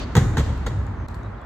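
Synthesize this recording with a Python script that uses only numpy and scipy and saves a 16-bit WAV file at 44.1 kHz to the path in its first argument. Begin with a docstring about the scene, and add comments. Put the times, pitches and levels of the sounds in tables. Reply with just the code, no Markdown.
"""Wheels hiss and scrape briefly over distant road traffic in an outdoor park. At 0.15 s an inline skater
lands from a flip on the hollow deck of a ramp, a few metres away: the impact excites the modes of boards
and skate frames, the hard boots crack, and the weight makes the box boom. More blows follow near 0.37 s
and 0.66 s, each echoed by the other ramps. The wheels then rumble and scrape on over the deck and fade.
Small sharp clicks sound close by, and the level dips briefly near 1.07 s."""
import sys
import numpy as np
from scipy import signal
from scipy.fft import rfft, irfft
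from scipy.io import wavfile
from scipy.ndimage import uniform_filter1d

SR = 44100
rng = np.random.default_rng(int(sys.argv[2]) if len(sys.argv) > 2 else 0)


def dump(signal):
    """Clip the signal to [-1, 1] and save it as 16-bit WAV at the path in sys.argv[1]."""
    limited = np.clip(np.atleast_2d(signal).T, -1, 1)
    pcm = np.round(limited * 32767).astype(np.int16)
    wavfile.write(sys.argv[1], SR, pcm)


N = 63945
FREQS_HZ = np.fft.rfftfreq(N, 1 / SR)


def amp(db):
    """Amplitude ratio of a level in decibels."""
    return 10 ** (np.asarray(db) / 20)


def clock(start_s=0):
    """Seconds since the start, zero before it."""
    return np.maximum(np.arange(N) / SR - start_s, 0)


def envelope(points):
    """Gain over time from (time_s, level_db) points."""
    return amp(np.interp(clock(), *np.array(points).T))


def spectral_gain(points):
    """Gain over frequency from (frequency_hz, level_db) points."""
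    hz, db = np.array(points).T
    return amp(np.interp(np.log(FREQS_HZ + 1), np.log(hz), db))


# stereo width of near and diffuse sound, side relative to mid: frequency_hz, side_db
NEAR_WIDTH = [(100, -29), (700, -14.5), (1400, -27), (2400, 2.5), (4400, -7), (8000, -4), (15000, -1.5)]
DIFFUSE_WIDTH = [(60, -13), (130, -21), (300, -10.5), (700, -0.5), (1300, -9.5), (2400, 0), (8000, -1.5)]
def noise(spectrum, width):
    """Partly coherent stereo noise of rms 1: the sum and difference of independent mid and side."""
    mid, side = rfft(rng.standard_normal((2, N))) * spectral_gain(spectrum)
    side_gain = spectral_gain(width)
    side = side * side_gain
    stereo = irfft(np.array([mid + side, mid - side]) / np.sqrt(1 + side_gain ** 2), N)
    return stereo / stereo.std()


def steady(x):
    """Division by the running rms evens out slow swells."""
    return x / np.sqrt(uniform_filter1d((x ** 2).mean(0), size=SR // 14))


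def ring(modes, start_s=0):
    """Free vibration: a sum of damped modes of alternating sign, each slightly detuned."""
    t = clock(start_s)
    detune = 1 + 0.0045 * rng.standard_normal(len(modes))
    return sum((-1) ** k * amp(db - 60 * t / t60_s) * np.sin(2 * np.pi * hz * detune[k] * t)
               for k, (hz, db, t60_s) in enumerate(modes))


def burst(start_s, decay_s):
    """Exponential decay after an instant attack."""
    t = clock(start_s)
    return (t > 0) * np.exp(-t / decay_s)


def convolve(x, response):
    """A linear system's output: the input convolved with its impulse response."""
    return signal.fftconvolve(np.atleast_2d(x), np.atleast_2d(response), axes=1)[:, :N]


# distant road noise: frequency_hz, level_db
TRAFFIC_SPECTRUM = [(25, -14), (60, 21.5), (130, -9), (280, 2.5), (500, 0.5), (900, 3), (1400, -1),
                    (1900, -8), (2700, -19), (4000, -25.5), (5200, -32.5), (8000, -40.5), (10000, -56),
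                    (15000, -48)]
def traffic(level_db=-38.5):
    """Incoherent addition: distant vehicles merge into one steady noise."""
    return amp(level_db) * noise(TRAFFIC_SPECTRUM, DIFFUSE_WIDTH)


# sound reflected by the ramps: frequency_hz, level_db
ECHO_SPECTRUM = [(60, -22), (230, -2), (520, 6), (680, 2.5), (900, 6), (1500, 1), (2500, 7), (4000, 3),
                 (6500, 6), (8300, 6.5), (14000, 0.5)]
def ramp_echoes(x, gain_db=-6.5, delay_s=0.0089, t60_s=0.68):
    """Reverberation: reflections scattered by the ramps all round form a decaying tail."""
    tail = noise(ECHO_SPECTRUM, DIFFUSE_WIDTH) * burst(delay_s, t60_s / np.log(1000))
    energy_per_channel = (tail ** 2).sum() / 2
    return amp(gain_db) * convolve(x.mean(0), tail / np.sqrt(energy_per_channel))


# small sharp clicks close by, some probably handling noise: start_s, snap_db, decay_s, pitch_hz, ring_db
SMALL_CLICKS = [(0.577, -46.5, 0.0024, 6550, -64.5), (0.867, -50, 0.0013, 7000, -44),
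                (1.085, -41, 0.0015, 4130, -39), (1.112, -61, .006, 4370, -53),
                (1.144, -50.5, 0.0077, 4450, -42.5), (1.233, -55, .001, 6400, -49),
                (1.416, -60, .001, 7300, -58)]
# the snap of a click: frequency_hz, level_db
SNAP_SPECTRUM = [(1000, -20), (2500, -3.5), (4200, 3.5), (5300, -6), (6800, 0), (8800, -1.5), (10200, -17),
                 (13000, -3), (15500, -24)]
def small_clicks(t60_s=0.0068):
    """Transients: each click is a snap of noise and one heavily damped mode."""
    snap = noise(SNAP_SPECTRUM, NEAR_WIDTH)
    return sum(amp(snap_db) * burst(start_s, decay_s) * snap + ring([(hz, ring_db, t60_s)], start_s)
               for start_s, snap_db, decay_s, hz, ring_db in SMALL_CLICKS)


# scrapes of wheels and frames: start_s, length_s, pitch_hz, level_db, half_width_ratio
SCRAPES = [(0, 0.057, 4530, -44, 0.067), (0.664, 0.029, 4250, -42, 0.12), (0.94, 0.14, 6200, -67, .03),
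           (1.213, 0.079, 3820, -60.5, 0.044), (1.338, 0.023, 3270, -62, .03),
           (1.368, .035, 3800, -59, .06), (1.385, 0.086, 3410, -62, 0.019)]
def scrapes():
    """Rough friction excites one high resonance of the skate, which swells and fades."""
    sound = 0
    for start_s, length_s, pitch_hz, level_db, half_width_ratio in SCRAPES:
        detune = (FREQS_HZ / pitch_hz - 1) / half_width_ratio
        rub = irfft(rfft(rng.standard_normal(N)) / (1 + detune ** 2), N)
        swell = np.sin(np.pi * np.minimum(clock(start_s) / length_s, 1))
        sound += amp(level_db) * swell * rub / (rub.std() * np.sqrt(2))
    return sound


# deck rumble, deep box drone, higher deck hum and wheel hiss: frequency_hz, level_db
RUMBLE_SPECTRUM = [(20, -56.5), (32, -9.5), (46, 4.5), (70, -4.5), (100, -4), (135, -8.5), (180, -11),
                   (240, -12), (330, -18), (500, -26.5), (800, -30), (2000, -35), (6000, -99)]
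DRONE_SPECTRUM = [(35, -41), (52, 6.5), (66, 6), (77, 0), (95, -13), (300, -80.5)]
HUM_SPECTRUM = [(40, -62), (68, -15.5), (84, 9.5), (98, 7), (115, 1), (150, -18), (400, -81)]
HISS_SPECTRUM = [(500, 9.5), (1500, -2), (2600, 0), (4300, -2.5), (5300, -10), (6500, -9.5), (8500, -22),
                 (10000, -39), (12500, -32), (15000, -46)]
# the course of the same four sounds: time_s, level_db
RUMBLE_LEVELS = [(0, -26.5), (.14, -31), (.25, -18.5), (.40, -26), (.52, -24), (.62, -29.5), (.80, -27.5),
                 (.90, -32.5), (1.05, -30.5), (1.12, -35.5), (1.19, -33.5), (1.3, -34), (1.45, -40.5)]
DRONE_LEVELS = [(0, -29.5), (.12, -39), (.35, -42), (.43, -27), (.50, -26), (.57, -26), (.68, -27),
                (.75, -35), (.81, -22.5), (.87, -35.5), (1.12, -36), (1.18, -24), (1.23, -40), (1.3, -33),
                (1.45, -43)]
HUM_LEVELS = [(0, -52), (.22, -38), (.28, -20.5), (.35, -27.5), (.44, -26.5), (.53, -26.5), (.6, -49),
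              (.68, -34), (.74, -22), (.87, -29.5), (1.0, -29.5), (1.1, -37), (1.22, -39.5), (1.28, -28.5),
              (1.36, -47), (1.45, -61)]
HISS_LEVELS = [(0, -32), (.035, -36.5), (.05, -43.5), (.13, -45), (.3, -52.5), (.45, -41.5), (.6, -47.5),
               (.8, -53.5), (1.0, -61.5), (1.1, -55.5), (1.45, -85)]
def rolling():
    """Forced vibration: the wheels drive the deck and hollow box, and hiss on the ramp's skin."""
    rumble = steady(noise(RUMBLE_SPECTRUM, DIFFUSE_WIDTH)) * envelope(RUMBLE_LEVELS)
    drone = steady(noise(DRONE_SPECTRUM, NEAR_WIDTH)) * envelope(DRONE_LEVELS)
    hum = steady(noise(HUM_SPECTRUM, NEAR_WIDTH)) * envelope(HUM_LEVELS)
    hiss = noise(HISS_SPECTRUM, DIFFUSE_WIDTH) * envelope(HISS_LEVELS)
    return rumble + drone + hum + hiss


# lag of the right channel for sound from the deck: frequency_hz, lag_rad
ARRIVAL_LAG = [(0, 0), (1600, .3), (2400, 1.5), (4200, 1.8), (5000, 3.6), (6600, 6.0), (8400, 7.8),
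               (11900, 12.3), (15000, 14)]
def direct_path(x):
    """Phase delay: direct sound reaches the left and right receivers out of step."""
    lag_rad = np.interp(FREQS_HZ, *np.array(ARRIVAL_LAG).T)
    return np.array([x[0], irfft(rfft(x[1]) * np.exp(-1j * lag_rad), N)])


# the skater's weight sinking into the deck: start_s, level_db, pitch_hz, length_s
WEIGHT_PULSES = [(0.154, -5.5, 150, 0.028), (0.168, -1, 117, 0.022), (0.205, -10, 114, 0.025),
                 (0.37, -11.5, 167.6, 0.01746), (0.38, -8, 63.5, 0.0454), (0.388, -13.5, 148, 0.0232),
                 (0.468, -18, 65.5, .06), (0.661, -21, 64, 0.036), (0.702, -17.5, 97, 0.0288)]
# resonances of the hollow box: pitch_hz, level_db, t60_s
BOX_MODES = [(53, -3.5, .2), (60, 0, 0.15), (89, -15, 0.38), (109.6, -9, 0.14), (157, 3.5, 0.094),
             (223.6, 10, 0.14), (268, -9, 0.17)]
# shuddering panels: frequency_hz, level_db
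SHUDDER_SPECTRUM = [(100, -13), (220, 9), (310, -10), (420, -5), (550, 2.5), (660, -21), (1200, -18),
                    (4000, -27.5), (12000, -73)]
def deck_thuds(resonance_gain_db=7, shudder_db=-14):
    """Elastic rebound: the deck gives and springs back, so the box resonates and its panels shudder."""
    push = 0
    for start_s, level_db, pitch_hz, length_s in WEIGHT_PULSES:
        t = clock(start_s)
        window = np.sin(np.pi * np.minimum(t / length_s, 1)) ** 2
        push += amp(level_db) * window * np.sin(2 * np.pi * pitch_hz * (t - length_s / 2))
    box = ring(BOX_MODES)
    boom = convolve(push, box / np.abs(rfft(box)).max())
    shudder = np.abs(push) * noise(SHUDDER_SPECTRUM, NEAR_WIDTH)
    return push + amp(resonance_gain_db) * boom + amp(shudder_db) * shudder


def hollow_deck(x, centre_hz=636, q=3.3):
    """Antiresonance: the deck swallows one band between its low and high resonances."""
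    return signal.lfilter(*signal.iirnotch(centre_hz, q, fs=SR), x)


# skates striking the deck: start_s, knock_db, crack_db, clink_db, crack_decay_s, clack_hz, clack_db
SKATE_BLOWS = [(0.1525, -14, -17.5, -45, 0.0094, 1440, -24),
               (0.1668, -11.5, -19.5, -27.5, 0.022, 1200, -26),
               (0.370, -35.5, -24.5, -39.5, 0.014, 1544, -19.5),
               (0.3722, -25.5, -33, -61, 0.003, 874, -18.5), (0.380, -23, -28.5, -36, 0.02, 1610, -28),
               (0.394, -27, -30.5, -51, 0.0095, 1060, -31.5), (0.6635, -35.5, -30, -43, 0.015, 860, -26),
               (0.6665, -21, -32, -40.5, 0.0063, 1370, -19)]
# resonances of the deck boards and the skate frames: pitch_hz, level_db, t60_s
BOARD_MODES = [(352, -13.5, 0.04), (430, -6.5, 0.06), (474, -6.5, 0.074), (529, -9, 0.076),
               (585, -16, 0.075), (804, -12, 0.058), (858, -11.5, 0.027), (950, -13, 0.066),
               (1086, -19, 0.038), (1280, -12.5, 0.056), (1490, -20.5, .04), (1923, -12.5, 0.066)]
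FRAME_MODES = [(3240, -7, 0.037), (3310, -5, 0.13), (4280, -22, 0.076), (6500, 3, 0.026),
               (6800, 2.5, 0.012), (7070, -24, 0.01), (8530, -0.5, 0.013)]
# crack of the hard plastic boots: frequency_hz, level_db
CRACK_SPECTRUM = [(150, 13.5), (310, -5), (420, 11), (560, 9), (660, -2.5), (800, 6.5), (1900, 3),
                  (2600, -7), (3600, -1.5), (5200, -11), (6700, -6), (8600, -14), (10000, -33.5),
                  (12500, -15), (15500, -57)]
def skate_blows(clack_t60_s=0.026):
    """Impulsive excitation: each blow makes the boards knock, the frame clink, the boot clack and crack."""
    knocks, clinks, crack_envelope = 0, 0, 0
    for start_s, knock_db, crack_db, clink_db, crack_decay_s, clack_hz, clack_db in SKATE_BLOWS:
        boards = amp(knock_db) * ring(BOARD_MODES, start_s)
        boot_clack = ring([(clack_hz, clack_db, clack_t60_s)], start_s)
        knocks += boards + boot_clack
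        clinks += amp(clink_db) * ring(FRAME_MODES, start_s)
        crack_envelope += amp(crack_db) * burst(start_s, crack_decay_s)
    return hollow_deck(knocks), clinks, crack_envelope * noise(CRACK_SPECTRUM, NEAR_WIDTH)


def scene(knock_echo_db=-9, left_minus_right_db=-0.3):
    """Superposition of all sources; only cracks, clicks and, more weakly, knocks echo."""
    knocks, clinks, cracks = skate_blows()
    clicks = small_clicks()
    echoes = ramp_echoes(cracks + clicks + amp(knock_echo_db) * knocks)
    landing = direct_path(knocks + clinks + cracks + deck_thuds())
    skater = landing + rolling() + scrapes()
    balance = amp(left_minus_right_db / 2 * np.array([[1], [-1]]))
    return (traffic() + echoes + clicks + skater) * balance


def record(dry):
    """Band limiting removes the deepest bass and the top; the level dips briefly once."""
    low_cut_hz, high_cut_hz = 54.6, 15900
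    dip_s, dip_db, recovery_s = 1.067, -17.5, 0.019
    dip = envelope([(dip_s - .001, 0), (dip_s + .001, dip_db), (dip_s + recovery_s, 0)])
    highpass = signal.butter(2, low_cut_hz, "high", fs=SR, output="sos")
    lowpass = signal.ellip(8, .2, 70, high_cut_hz, fs=SR, output="sos")
    return signal.sosfilt(lowpass, signal.sosfilt(highpass, dry) * dip)


dry = scene()
out = record(dry)
dump(out)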